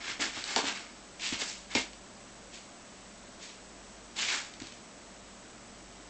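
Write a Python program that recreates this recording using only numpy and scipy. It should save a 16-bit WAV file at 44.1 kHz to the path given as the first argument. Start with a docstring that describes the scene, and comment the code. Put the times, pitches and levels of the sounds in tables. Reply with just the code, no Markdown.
"""Close to a litter tray on tiles, in a small room: over a low hum a kitten rakes granular litter for two seconds.
Each stroke lets through dense random grain clicks; paws ring the plastic tray's modes, pads thump and grains tick.
One faint stroke and then a short pair follow in a long lull; past four seconds it digs again, hops out and, near
six, sets down one last soft pad. Throughout, the camera adds a thin whine and the hiss of its coarse converter."""
import sys
import numpy as np
from scipy import signal
from scipy.fft import rfft, irfft
from scipy.io import wavfile
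from scipy.ndimage import uniform_filter1d

SR = 44100
rng = np.random.default_rng(int(sys.argv[2]) if len(sys.argv) > 2 else 0)


def store_pcm(level_fs):
    """Save levels as 16-bit WAV."""
    pcm = np.round(np.clip(level_fs, -1, 1) * 32767).astype(np.int16)
    wavfile.write(sys.argv[1], SR, np.atleast_2d(pcm).T)


N = 268740
TIME = np.arange(N) / SR

# All tabled levels are relative unless stated.
# Colour of the steady room air: (frequency [Hz], level per Hz [dB])
AIR_COLOUR = [(20, -13.5), (50, -10), (85, -12), (150, -11.5), (200, -2), (330, -5), (450, -8), (640, -6.5),
              (850, -10.5), (1200, -11), (2200, -17), (4000, -23), (7800, -22), (9000, -30.5)]
# Close deep tones that beat, so that the hum swells and sinks: (frequency [Hz], level [dB])
DEEP_HUM_TONES = [(48.58, -67.6), (49.06, -73), (50.03, -73)]
# Higher, gently wavering tones of the hum: (frequency [Hz], mean level [dB])
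HUM_TONES = [(120, -71.5), (193, -66.5), (237, -71.5), (577, -70), (693, -71)]
# Paw strokes in the litter: (start [s], push [s], level [dB], settling [dB/s],
# deep crunch [dB], hiss of the finest grains [dB], claws scraping the plastic [dB])
PAW_STROKES = [ (0.005, 0.1, -37, 245, -7, -3, -5.5), (0.195, .022, -30.5, 171, -7, -1, -8.5),
               (0.297, .082, -39, 154, -7, -.5, -9.5), (0.434, 0.078, -37, 91, -5.5, 1.5, -12),
               (0.559, 0.023, -32.5, 224, -6, -0.5, -11), (0.629, 0.051, -32, 227, -7.5, -2, -17.5),
               (0.735, 0.024, -41.5, 138.5, -5.5, -0.5, -5), (1.196, 0.063, -33.5, 149, -14.5, -0.5, -21),
               (1.320, 0.0053, -33.5, 178, -11, -3, -19.5), (1.384, .024, -37, 136, -7, 4, -20),
               (1.453, 0.04, -42, 141.5, -24, 6, -20), (1.698, 0.032, -42, 205, -7.5, -2, -9),
               (1.749, 0.025, -32, 236, -12.5, -0.5, -10.5), (2.514, .037, -47.5, 194, -18, 1, -22),
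               (3.392, 0.052, -47.5, 260, -14, 4, -21.5), (3.470, 0.023, -50.5, 200, -16, 2.5, -15.5),
               (4.16, 0.066, -30.5, 176, -12.5, -1, -17.5), (4.258, 0.037, -30, 182, -15, -4.5, -9),
               (4.301, 0.029, -32, 140.5, -6, 1.5, -11), (4.594, .060, -51.5, 94, -16, 1.5, -16), ]
# Colour of the sliding grains: (frequency [Hz], level [dB])
GRAIN_COLOUR = [(300, -29), (900, -14.5), (1400, -14.5), (1900, -7), (2300, -2), (2700, -3), (3400, -2.5),
                (4500, -6.5), (6000, -11), (9000, -22)]
# Colour of the finest grains: (frequency [Hz], level [dB])
FINE_COLOUR = [(1000, -31), (3000, -16), (4500, -2.5), (6000, -5.5), (7700, -1), (9000, -5)]
# Colour of the packed litter under a digging paw: (frequency [Hz], level [dB])
CRUNCH_COLOUR = [(80, -23), (180, -13), (300, 2), (520, -9.5), (800, -1), (1200, 0.5), (1700, 4.5),
                 (3000, -25.5)]
# Paws against the tray: (time [s], thud of the bottom [dB], ring of the walls [dB],
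# clack of the rim [dB], change per rebound [dB])
TRAY_KNOCKS = [(0.196, -15, -21, -35, -1.56), (0.37, -16, -25, -47, -7.5), (0.5621, -4.5, -2, -8, -4),
               (0.639, -12, -17.5, -30, -2.5), (1.324, -10.5, -34, -17.5, -16),
               (1.42, -12.5, -18, -10.5, -7), (1.7531, -2.5, -8, 0, -4.5), (4.616, -19.5, -26, -29, -10)]
# Modes of the loaded tray: (frequency [Hz], level [dB], 60 dB decay time [s])
TRAY_MODES = [(209, -8, 0.058), (286, 7, .04), (340.2, -1.5, 0.044), (408, -1, 0.051), (659, 6.5, .022),
              (785, 1, 0.059), (956, 3, 0.032), (1618, -4, 0.011), (2173, 6, 0.019), (3010, -6, .015),
              (3735, -8, 0.0097), (4320, -7.5, 0.016), (5350, -4, 0.022)]
# Colour of the tray's crowded, heavily damped overtones: (frequency [Hz], level [dB])
CLACK_COLOUR = [(60, -18), (150, -9), (300, 11.5), (500, 6.5), (800, 4.5), (1300, 2), (2200, -0.5),
                (4500, 3.5), (6000, -7), (8000, -5)]
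# The kitten's weight coming down on its soft pads: (time [s], peak level before the room [dB])
PAD_FALLS = [(0.201, -48), (0.366, -45.5), (0.64, -43), (1.3253, -34.5), (1.752, -37), (4.617, -39.5),
             (5.986, -49.5)]
# Colour of a padded thump on the hard floor: (frequency [Hz], level [dB])
THUMP_COLOUR = [(40, -9.5), (90, -5.5), (160, -2.5), (280, 4), (400, -8), (600, -27), (1500, -42)]
# Claws and stray grains ticking on plastic and tile: (time [s], level [dB])
TICK_CONTACTS = [(0.4403, -11.5), (0.5616, -2.5), (0.765, -27), (1.29, -14.5), (1.3942, -23.5),
                 (1.4169, -11), (1.7503, -6), (1.9327, -25), (4.3013, -18), (4.5383, -24), (4.6013, -21),
                 (4.620, -23), (4.67, -25.5), (4.7225, -26)]

AIR_DB = -54  # rms between 70 and 7600 Hz
DEEP_HUM_DB, SWELL_S = 0.5, 3.85  # common gain of the deep tones [dB], moment of a full swell [s]
WHINE_HZ, WHINE_DB, FRAME_HZ = 7867, -61.5, 30  # the camera's thin electronic whine and its frame rate
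# Every stroke: the paw bites in, pushes up to full flow, then the grains settle
BITE_S, BITE_BELOW_DB, LINGER_S = 0.0023, 12.5, .012
# The struck tray rocks against the floor: mean interval [s], scatter (standard deviation) as a share of it
REBOUND_S, REBOUND_SCATTER = .0135, .15
REBOUND_RIM_DB = -5  # rebounds reach the rim less
ROOM_T60_S, ROOM_DB = 0.22, -3.5  # 60 dB decay time, room level for the contacts
CONVERTER_HZ, STEP = 16000, .0055  # the camera's sample rate, size of one step (full scale 1)
TOP_HZ = 8900  # upper edge of the camera's sound


def undb(db):
    """Decibels to gain."""
    return 10 ** (np.asarray(db) / 20)


def unit(x):
    """Scale to rms 1."""
    return x / np.sqrt(np.mean(x ** 2))


def colour(x, points):
    """Causal filter through (frequency [Hz], level [dB]) points, built from the cepstrum of its gain."""
    hz, db = np.transpose(points)
    size = 4096
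    grid = np.maximum(np.fft.rfftfreq(size, 1 / SR), 1)
    gain = undb(np.interp(np.log(grid), np.log(hz), db))
    cepstrum = irfft(np.log(gain))
    # folding the cepstrum forward in time gives minimum phase
    cepstrum[1:size // 2] *= 2
    cepstrum[size // 2 + 1:] = 0
    response = irfft(np.exp(rfft(cepstrum)))
    return signal.fftconvolve(x, response)[:len(x)]


def band_unit(x, lo_hz, hi_hz):
    """Scale so that the given band has rms 1."""
    bandpass = signal.butter(4, [lo_hz, hi_hz], "band", fs=SR, output="sos")
    return x / np.std(signal.sosfilt(bandpass, x))


def walk(rate):
    """Smooth random drift with rms 1, from `rate` random knots per second."""
    knots = rng.standard_normal(4096)
    drift = np.interp(TIME * rate, np.arange(len(knots)), knots)
    return unit(uniform_filter1d(drift, max(int(SR / rate / 2), 1)))


def add(track, s, sound):
    """Mix a sound into the track at time s."""
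    start = int(s * SR)
    part = sound[:max(N - start, 0)]
    track[start:start + len(part)] += part


def background():
    """Filtered noise for soft room air, beating and wavering sines for the hum, and the camera's whine."""
    air = undb(AIR_DB) * band_unit(colour(rng.standard_normal(N), AIR_COLOUR), 70, 7600)
    deep = np.zeros(N)
    for hz, db in DEEP_HUM_TONES:
        tone = unit(np.cos(2 * np.pi * hz * (TIME - SWELL_S)))
        deep += undb(db + DEEP_HUM_DB) * tone
    hum = np.zeros(N)
    for hz, db in HUM_TONES:
        level = undb(db + 1.5 * walk(4))
        hum += level * unit(np.sin(2 * np.pi * hz * TIME + .6 * walk(5)))
    flip = np.sign(np.sin(np.pi * FRAME_HZ * TIME))  # the whine flips its phase at the frame rate
    whine = undb(WHINE_DB) * flip * unit(np.sin(2 * np.pi * WHINE_HZ * TIME))
    return air + deep + hum + whine


def stroke_flow(start_s, push_s, settle_db_per_s):
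    """Flow of grains in one stroke: a quick bite, a rounded push, then a steady dying away."""
    t = TIME - start_s
    bite = np.exp(np.clip(t / BITE_S, -20, 0))
    push_db = -BITE_BELOW_DB * (1 - np.clip(t / push_s, 0, 1)) ** 2
    past_push = np.maximum(t - push_s, 0)
    settle_db = -settle_db_per_s * (np.hypot(past_push, LINGER_S) - LINGER_S)  # rounded start
    return bite * undb(push_db + settle_db)


def collisions(per_s, spread_db):
    """Random clicks of either sign: many faint, a few strong."""
    hit = rng.random(N) < per_s / SR
    sizes = undb(spread_db * np.minimum(rng.exponential(size=N), 5))
    return unit(hit * sizes * rng.choice([-1, 1], N))


def rings(hz, t60):
    """One decaying sine per mode, as rows."""
    t = TIME[:SR // 6]
    sign = (-1) ** np.arange(len(hz))[:, None]  # neighbouring modes swing against each other
    return sign * np.sin(2 * np.pi * np.outer(hz, t)) * undb(-60 * t / t60[:, None])


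def litter():
    """Grains slide in little avalanches; a deeper paw crunches the packed bed and its claws scrape the plastic."""
    drive = np.zeros((4, N))
    for s, push_s, db, settle, deep_db, fine_db, scrape_db in PAW_STROKES:
        flow = undb(db) * stroke_flow(s, push_s, settle)
        layers = np.outer(undb([0, fine_db, deep_db, scrape_db]), flow)
        drive = np.maximum(drive, layers)  # the stronger stroke takes over
    slide, sift, dig, scrape = drive

    coarse = band_unit(colour(collisions(per_s=6000, spread_db=2.7), GRAIN_COLOUR), 1500, 8000)
    fine = band_unit(colour(collisions(per_s=5500, spread_db=3.0), FINE_COLOUR), 1500, 8000)
    bed = band_unit(colour(collisions(per_s=4000, spread_db=2.5), CRUNCH_COLOUR), 500, 1500)
    grains = undb(-2.5) * slide * coarse + undb(-6.0) * sift * fine + undb(-3.5) * dig * bed

    # sharp claws reach only the high modes
    hz, db, t60 = np.transpose([mode for mode in TRAY_MODES if mode[0] > 1200])
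    claws = collisions(per_s=1800, spread_db=6.5)
    plastic = unit(signal.fftconvolve(claws, undb(db) @ rings(hz, t60))[:N])

    avalanches = undb(.8 * walk(260))
    return room(avalanches * (grains + scrape * plastic), wet_db=-8.5)


def room(x, wet_db):
    """Direct sound plus a short diffuse tail from tiles and walls: decaying noise with a soft onset."""
    t = TIME[:SR // 2]
    onset = 1 - np.exp(-(t / 0.0043) ** 2)
    tail = rng.standard_normal(len(t)) * undb(-60 * t / ROOM_T60_S) * onset
    tail = colour(tail, [(100, -2.0), (300, -6.5), (700, 0.5), (4000, -2), (9000, -0.5)])
    return x + undb(wet_db) * signal.fftconvolve(x, tail / np.linalg.norm(tail))[:N]


def blows(count=7):
    """Each knock and its rebounds, as rows (time [s], bottom [dB], walls [dB], rim [dB])."""
    rows = []
    for s, bottom_db, wall_db, rim_db, rebound_db in TRAY_KNOCKS:
        rows.append((s, bottom_db, wall_db, rim_db))
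        rebound_parts_db = np.array([bottom_db, wall_db, rim_db + REBOUND_RIM_DB])
        for k in range(1, count):
            late = REBOUND_S * (k + REBOUND_SCATTER * rng.standard_normal())
            rows.append((s + late, *(rebound_parts_db + k * rebound_db)))
    return rows


def tray():
    """A paw rings the tray's modes; where it lands decides whether bottom, walls or rim speak."""
    out, t = np.zeros(N), TIME[:SR // 6]
    hz, db, t60 = np.transpose(TRAY_MODES)
    part_hz = [333, 587, 1010, 2020]  # bottom below, walls between, rim above
    for s, bottom_db, wall_db, rim_db in blows(count=7):
        part_db = [bottom_db, wall_db, wall_db, rim_db]
        place_db = np.interp(np.log(hz), np.log(part_hz), part_db)
        detuned = hz * (1 + 0.018 * rng.standard_normal(len(hz)))  # the kitten's weight shifts the modes
        add(out, s, undb(db + place_db - 26.5) @ rings(detuned, t60))
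        # overtones too crowded to hear apart make a short clack
        burst = rng.standard_normal(len(t)) * np.exp(-t / 0.0043)
        clack = colour(colour(burst, CLACK_COLOUR), list(zip(part_hz, part_db)))
        add(out, s, undb(-15.5) * clack)
    return out


def footfalls():
    """A soft pad on the hard floor: a low-coloured noise burst that dies away over some ten milliseconds."""
    out, t = np.zeros(N), TIME[:SR // 10]
    for s, db in PAD_FALLS:
        push = colour(rng.standard_normal(len(t)) * np.exp(-t / 0.01), THUMP_COLOUR)
        add(out, s, undb(db) * push / np.abs(push).max())
    return out


def ticks():
    """Hard little contacts: each a crack of noise lasting a few milliseconds."""
    out, t = np.zeros(N), TIME[:SR // 20]
    for s, db in TICK_CONTACTS:
        crack = rng.standard_normal(len(t)) * np.exp(-t / 0.0023)
        add(out, s, undb(db - 9.5) * crack)
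    return colour(out, [(200, -23.5), (1000, -8.0), (2200, 1), (4500, 2.0), (7500, -3.5), (9500, 0.5)])


def scene():
    """Background, litter, tray, footfalls and ticks in the room, on one channel."""
    contacts = tray() + footfalls() + ticks()
    return (background() + litter() + room(contacts, wet_db=ROOM_DB))[None]


def record(dry):
    """The camera samples slowly and in coarse steps, so quiet moments turn into a gritty hiss."""
    sampled = signal.resample(dry, int(np.ceil(N * CONVERTER_HZ / SR)), axis=-1)
    stepped = STEP * (np.floor(sampled / STEP) + .5)
    # a gentle smoothing filter lets the top of the band mirror about half the sample rate
    smooth = signal.resample_poly(stepped, SR, CONVERTER_HZ, axis=-1, window=("kaiser", 3))[:, :N]
    lowpass = signal.ellip(8, .2, 70, TOP_HZ, fs=SR, output="sos")
    return signal.sosfilt(lowpass, smooth)


dry = scene()
out = record(dry)
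store_pcm(out)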